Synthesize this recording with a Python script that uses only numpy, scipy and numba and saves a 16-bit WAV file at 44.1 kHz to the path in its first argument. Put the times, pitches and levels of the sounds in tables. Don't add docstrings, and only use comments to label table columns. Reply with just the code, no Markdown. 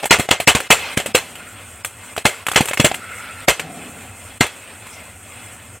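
import sys
import numpy as np
from scipy import signal
from scipy.fft import rfft, irfft
from scipy.io import wavfile
from scipy.ndimage import uniform_filter1d, minimum_filter1d
from numba import njit

SR = 44100
rng = np.random.default_rng(int(sys.argv[2]) if len(sys.argv) > 2 else 0)


def how_loud(loudness_db):
    steps = np.asarray(loudness_db, float) / 20
    return 10 ** steps


def log_audio(samples):
    frames = np.atleast_2d(samples).T
    limited = np.clip(frames, -1, 1)
    pcm = np.round(limited * 32767).astype(np.int16)
    wavfile.write(sys.argv[1], SR, pcm)


N = 255780

# (time [s], peak [dB], thump [dB], knock [Hz], spray [dB])
BANGS = [(0.108, 4, -23.5, 2400, -6), (0.186, -15.5, -14, 1780, 4), (0.196, -8.5, -13, 700, -2.5),
         (0.31, 3.5, -29.5, 3280, -16.5), (0.474, -0.5, -19.5, 2150, 1.5), (0.55, -5, -17.5, 3570, -1),
         (0.704, 0, -26, 760, -0.5), (0.973, -9, -13, 2230, 0), (1.148, -0.5, -66, 495, -7),
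         (2.253, -2, -19.5, 856, -3), (2.559, 2.5, -29, 2080, -9.5), (2.607, -5, -13.5, 816, -6.5),
         (2.798, 1, -14, 572, -13.5), (2.845, -1, -18.5, 606, -6), (3.482, 0.5, -30.5, 720, -8.5),
         (4.408, -1.5, -17, 3330, -6)]
# (time [s], peak [dB], treble [dB], knock [Hz], spray [dB])
SNAPS = [(0.034, -11.5, -22, 795, -34), (0.041, -11.5, -17, 600, -10), (0.056, -11, -4.5, 820, -9),
         (0.289, -5, -21, 720, -10), (0.401, -10.5, -11.5, 710, -4), (0.604, -12, -8.5, 1570, -11.5),
         (1, -13.5, -18, 740, -2), (1.06, -13.5, -9, 580, -5), (1.848, -11.5, -3.5, 2480, -10.5),
         (2.165, -14, -8.5, 1390, -11), (2.178, -11, -15.5, 693, -9), (2.467, -8, -8, 2430, -18),
         (2.485, -9, -10.5, 1380, -12), (2.516, -12.5, -8.5, 1400, -6), (2.534, -12.5, -13, 1370, -1.5),
         (2.545, -10, -11, 2460, -3.5), (2.657, -13.5, 1, 2750, -20), (2.675, -17.5, -7, 3130, -0.5),
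         (2.686, -11, -9, 3220, -7.5), (2.711, -12.5, -20, 587, -8.5), (2.734, -10.5, -10.5, 2120, -6.5),
         (2.774, -7, -16, 2140, -4), (2.915, -9.5, -21, 780, -24), (3.596, -12.5, -15, 2600, -5.5)]
# (time [s], peak [dB], knock [Hz])
MORE_SNAPS = [
    (0.029, -17, 746),
    (1.355, -25.5, 2750),
    (2.628, -15, 483),
    (2.944, -13.5, 2610),
    (2.991, -33, 2080),
    (3.042, -32, 1350),
    (4.466, -16, 2500),
    (4.564, -34, 2420),
    (4.868, -30.5, 1050),
]
# (frequency [Hz], level [dB per Hz])
POP_COLOUR = [(180, 1), (300, 0), (447, -2), (994, -7.5), (1140, -8), (1320, -7), (2070, -6.5), (3080, -6),
              (3400, -9.5), (3760, -12), (5250, -13.5), (7950, -1.5), (9880, -11), (14200, -17.5),
              (16000, -23.5)]
# (delay [s], level [dB])
WALL_ECHO = [
    (.0026, 0),
    (.0051, -35),
    (.0083, -21),
]
# (frequency [Hz], level [dB], time to fade by 60 dB [s])
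BUCKET = [
    (131, 16, 0.027),
    (201, 13, 0.038),
    (306, -19.5, 0.0065),
]
# (frequency [Hz], width [Hz], level [dB])
AIR = [(940, 17, -42), (1770, 15, -73), (2097, 24, 3.5), (2597, 27, 1.5), (3150, 22, -81), (3368, 14, 1.5),
       (4180, 14.6, 4), (5660, 27, -2), (6300, 25, -4), (6900, 23, -12), (7370, 20, 5), (7950, 80, -18),
       (8480, 39, 1.5), (8940, 190, -7.5)]
# (frequency [Hz], level [dB per Hz])
FIZZ_COLOUR = [(82, -39), (140, -3), (221, -3.5), (249, -1.5), (328, -12), (632, -6.5), (670, -9.5),
               (801, -10), (2250, -9.5), (2430, -5.5), (4320, -16), (6560, -11), (8480, -4.5),
               (9940, -16.5), (16000, -25.5)]
# (time [s], level [dB])
BURN = [(0.0, -28), (0.3, -54), (0.66, -30), (0.79, -20.5), (0.95, -28), (1.099, -33), (1.4, -35.5),
        (1.7, -39.5), (1.95, -39.5), (2.3, -34.5), (2.6, -37), (2.91, -35.5), (3.44, -36), (3.68, -36.5),
        (4.25, -37.5), (4.6, -40), (4.93, -38), (5.8, -40.5)]
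# (time [s], level [dB], rise [s], fall [dB per s])
SLOSHES = [
    (0.05, -51, 0.045, 60),
    (1.08, -33.5, 0.17, 44),
    (2.9, -29.5, .05, 122),
    (3.64, -30, 0.086, 37),
]
# (time [s], level [dB], rise [s], fall [dB per s])
HOLLOWS = [
    (1.4, -41, 0.13, 48),
    (2.3, -43, .1, 30),
    (3.03, -32, 0.24, 23),
]
# (time [s], level [dB], rise [s], fall [dB per s])
PUFFS = [
    (4.94, -44.5, 0.046, 300),
]
# (time [s], level [dB], rise [s], fall [dB per s])
JETS = [
    (0.8, -37, .1, 42),
    (2.2, -53, .1, 54),
]
# (frequency [Hz], level [dB per Hz])
TRAFFIC = [(15, -55), (25, -26), (45, -10.5), (70, -7), (92, 1), (110, -0.5), (129, -14), (170, -23.5),
           (220, -42), (370, -120)]
# (frequency [Hz], chance [0-1])
WIDE_QUIET = [(300, 0), (3700, .01), (4100, .5), (5600, .5), (6400, .04), (16000, .03)]
# (frequency [Hz], chance [0-1])
WIDE_LOUD = [(300, .01), (4000, .02), (6000, .15), (8500, .45), (16000, .45)]

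LEAD_S = 0.008
BANG_TREBLE_DB, DULL_PER_DB, DULL_PER_OCTAVE_DB = -18, 0.56, 2
SNAP_THUMP_DB = -59
MORE_THUMP_DB, MORE_TREBLE_DB, MORE_SPRAY_DB = -38, -6, -10.5
HOLD_S, HOLD_FROM_DB = 0.016, -4.5
SPRAY_T60_S, SMALL_T60_S = 0.093, 0.099
FLARE_S, FLARE_RISE_S = 0.0028, 0.0009
CRISP_DB, SMALL_ECHO_DB = 3.5, -7
CRACK_DB, CRACK_S = -3.5, 0.00054
CALM_DB, HISS_DB, HISS_FOLLOWS = -37.5, -38, 0.61
DUCK_FROM_DB, DUCK_SHARE = -18, 0.39
AHEAD_S, RECOVER_S = 0.024, 0.086


def charges():
    rows = []
    for s, db, thump_db, hz, spray_db in BANGS:
        treble_db = BANG_TREBLE_DB - DULL_PER_DB * db - DULL_PER_OCTAVE_DB * np.log2(hz / 1000)
        rows.append((s, db, thump_db, treble_db, hz, spray_db))
    for s, db, treble_db, hz, spray_db in SNAPS:
        rows.append((s, db, SNAP_THUMP_DB, treble_db, hz, spray_db))
    for s, db, hz in MORE_SNAPS:
        rows.append((s, db, MORE_THUMP_DB, MORE_TREBLE_DB, hz, MORE_SPRAY_DB))
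    return rows


def burning_spray(after, t, strong, grain):
    flare = np.exp(np.minimum(t - 0.001, 0) / FLARE_RISE_S) * (t > -FLARE_S)
    sparks = how_loud(2.5 * uniform_filter1d(grain, size=40) * np.sqrt(40))
    t60 = SMALL_T60_S + strong * (SPRAY_T60_S - SMALL_T60_S)
    blaze = np.exp(-np.log(1000) * np.maximum(after - strong * HOLD_S, 0) / t60) * sparks
    yard = how_loud(-21.5) * np.exp(-np.log(1000) * after / 0.44)
    return flare * (blaze + yard)


def bucket_thump(after, scatter):
    sag = after + 0.67 * 0.003 * (1 - np.exp(-after / 0.0019))
    ring = 0
    for k, (hz, db, t60) in enumerate(BUCKET):
        note_hz = hz * (1 + 0.05 * np.tanh(scatter[k]))
        ring = ring + how_loud(db) * np.sin(2 * np.pi * note_hz * sag) * np.exp(-np.log(1000) * after / t60)
    return ring


def pops():
    t = np.arange(int(SR / 2)) / SR - LEAD_S
    after = np.maximum(t, 0)
    body, treble, rings = np.zeros((3, N + len(t)))
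    for s, peak_db, thump_db, treble_db, knock_hz, spray_db in charges():
        noise = rng.standard_normal((4, len(t)))
        size = how_loud(peak_db + max(peak_db - DUCK_FROM_DB, 0) * 0.85)
        strong = np.clip((peak_db - HOLD_FROM_DB) / 6, 0, 1)
        weak = 1 - strong

        snap = how_loud(CRISP_DB * weak) * np.sign(np.sin(np.pi * after / 0.00012)) * (after < 0.00024)
        knock = np.sin(2 * np.pi * knock_hz * after) * np.exp(-after * knock_hz / 1.92)
        knock = how_loud(CRISP_DB * weak) * knock
        echoes = sum(how_loud(db) * (t > lag) * np.exp((lag - after) / 0.0011) for lag, db in WALL_ECHO)
        echoes = echoes * how_loud(SMALL_ECHO_DB * weak)
        crack = how_loud(CRACK_DB) * weak * np.sin(2 * np.pi * after / CRACK_S) * (after < CRACK_S)
        spray = how_loud(spray_db) * burning_spray(after, t, strong, noise[2])
        thump = how_loud(thump_db) * bucket_thump(after, noise[3])

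        start = int((s - LEAD_S) * SR)
        at = slice(start, start + len(t))
        body[at] += size * (how_loud(-9) * snap + (how_loud(9) * echoes + spray) * noise[0])
        treble[at] += size * how_loud(treble_db + 8.5) * (how_loud(5.5) * snap + (echoes + spray) * noise[1])
        rings[at] += size * (thump + knock + crack)

    burning = colour(body[:N], POP_COLOUR)
    low = band(burning, 413, 4190)
    high = band(colour(treble[:N], POP_COLOUR), 8350, 16500)
    roar = how_loud(-11.5) * band(burning, 56, 390)
    return how_loud(-0.5) * patchy(cavity(low + high), depth_db=2, columns=1) + rings[:N] + roar


def fizz():
    fizz_db = np.interp(np.arange(N) / SR, *np.transpose(BURN))
    hiss_db = HISS_DB + HISS_FOLLOWS * (fizz_db - CALM_DB)
    slosh_db, hollow_db = swells(-50, SLOSHES), swells(-53, HOLLOWS)

    spits = how_loud(0.73 * rng.exponential(size=N // 40 + 1).repeat(40)[:N])
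    air = cavity(colour(rng.standard_normal(N) * spits, FIZZ_COLOUR), share_db=-4.5)
    air = patchy(air, depth_db=2)
    swell = walk(11)
    out = level(band(air, 383, 5380), 0) * how_loud(fizz_db + swell + walk(25))
    out += level(band(air, 4290, 21600), 0) * how_loud(hiss_db + swell + walk(27))

    water = band(colour(rng.standard_normal(N), FIZZ_COLOUR), 162, 433)
    water += how_loud(5.5) * band(rng.standard_normal(N), 683, 785)
    out += level(water, 0) * how_loud(slosh_db + 0.61 * walk(22))

    out += level(band(rng.standard_normal(N), 4900, 6300), 0) * how_loud(swells(-90, PUFFS))
    out += level(band(air, 1960, 3220), 0) * how_loud(swells(-82, JETS))

    breath = patchy(rng.standard_normal(N), depth_db=2.5)
    hollow = band(breath, 1306, 1486) + how_loud(-8) * band(breath, 1750, 2250)
    sing_db = hollow_db + 1.8 * np.minimum(hollow_db - fizz_db + 37, 0)
    return out + level(hollow, -0.41) * how_loud(sing_db)


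def traffic():
    return level(colour(rng.standard_normal(N), TRAFFIC), -45.5) * how_loud(1.8 * walk(5))


def cavity(x, share_db=-7):
    out = x.copy()
    for hz, width, db in AIR:
        peak = signal.iirpeak(hz, hz / np.clip(width, 30, 300), fs=SR)
        out += how_loud(db + share_db + 6) * signal.lfilter(*peak, x)
    return out


def patchy(x, depth_db, rows=6, columns=3):
    spec = signal.stft(x, nperseg=1024)[2]
    field = uniform_filter1d(rng.standard_normal(spec.shape), rows, axis=0)
    field = uniform_filter1d(field, columns, axis=1)
    return signal.istft(spec * how_loud(depth_db * field / field.std()), nperseg=1024)[1][:N]


def swells(rest_db, rows):
    t, power = np.arange(N) / SR, how_loud(rest_db) ** 2
    for s, db, rise, fall in rows:
        swell_db = db - 20 * np.maximum(s - t, 0) / rise - fall * np.maximum(t - s, 0)
        power = power + how_loud(swell_db) ** 2
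    return 10 * np.log10(power)


def walk(rate):
    k = int(SR / rate)
    steps = np.repeat(rng.standard_normal(N // k + 1), k)
    return 1.1 * uniform_filter1d(uniform_filter1d(steps, k), k)[:N]


def shape(table, size):
    hz, db = np.transpose(table)
    bins_hz = np.arange(size // 2 + 1) * SR / size
    return how_loud(np.interp(np.log(bins_hz + 1), np.log(hz), db))


def colour(x, table):
    c = irfft(np.log(shape(table, size=4096)))
    c[1:2048] *= 2
    c[2049:] = 0
    h = irfft(np.exp(rfft(c)))
    return signal.fftconvolve(x, h / np.sqrt(np.sum(h ** 2)))[:len(x)]


def band(x, lo_hz, hi_hz, order=2):
    return signal.sosfilt(signal.butter(order, [lo_hz, hi_hz], "band", fs=SR, output="sos"), x)


def level(x, db):
    return x * how_loud(db) / np.sqrt(np.mean(x ** 2))


def scene():
    return np.tile(pops() + fizz() + traffic(), (2, 1))


def sideways(mid):
    spec = signal.stft(mid, nperseg=1024)[2]
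    hz = np.arange(0, len(spec), 16) * SR / 1024
    loud = uniform_filter1d(np.sum(abs(spec) ** 2, axis=0), size=2)[::2] > how_loud(-52)
    chance_loud = np.interp(hz, *np.transpose(WIDE_LOUD))[:, None]
    chance_quiet = np.interp(hz, *np.transpose(WIDE_QUIET))[:, None]
    chance = np.where(loud, chance_loud, chance_quiet)
    mask = np.kron(rng.random(chance.shape) < chance, np.ones((16, 2)))
    mask = mask[:spec.shape[0], :spec.shape[1]]
    turn = np.exp(2j * np.pi * rng.random(spec.shape))
    return how_loud(-1) * signal.istft(spec * mask * turn, nperseg=1024)[1][:N]


@njit
def recover(gain_db, step):
    out, g = np.empty(len(gain_db)), 0.
    for i in range(len(gain_db)):
        g = min(gain_db[i], g * step)
        out[i] = g
    return out


def duck(mid):
    ahead = int(AHEAD_S * SR)
    loud_db = 10 * np.log10(uniform_filter1d(mid ** 2, size=16) * 2 + 1e-12)
    want_db = -DUCK_SHARE * np.maximum(loud_db - DUCK_FROM_DB, 0)
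    want_db = minimum_filter1d(want_db, ahead, origin=-(ahead // 2))
    gain_db = recover(want_db, np.exp(-1 / (RECOVER_S * SR)))
    return mid * how_loud(uniform_filter1d(gain_db, int(0.012 * SR)))


def low_pass(x):
    return signal.sosfilt(signal.butter(12, 16370, fs=SR, output="sos"), x)


def record(dry):
    mid = np.clip(duck(dry[0]), -0.9, 0.9)
    mid = signal.sosfilt(signal.butter(2, 55, "high", fs=SR, output="sos"), mid)
    mid = signal.sosfilt(signal.ellip(8, 0.2, 70, 16000, fs=SR, output="sos"), mid)
    time_left = np.arange(N)[::-1] / SR
    mid = mid * np.clip(time_left / 0.035, 0.1, 1)
    side = sideways(mid)
    return low_pass(np.array([mid + side, mid - side]))


dry = scene()
out = record(dry)
log_audio(out)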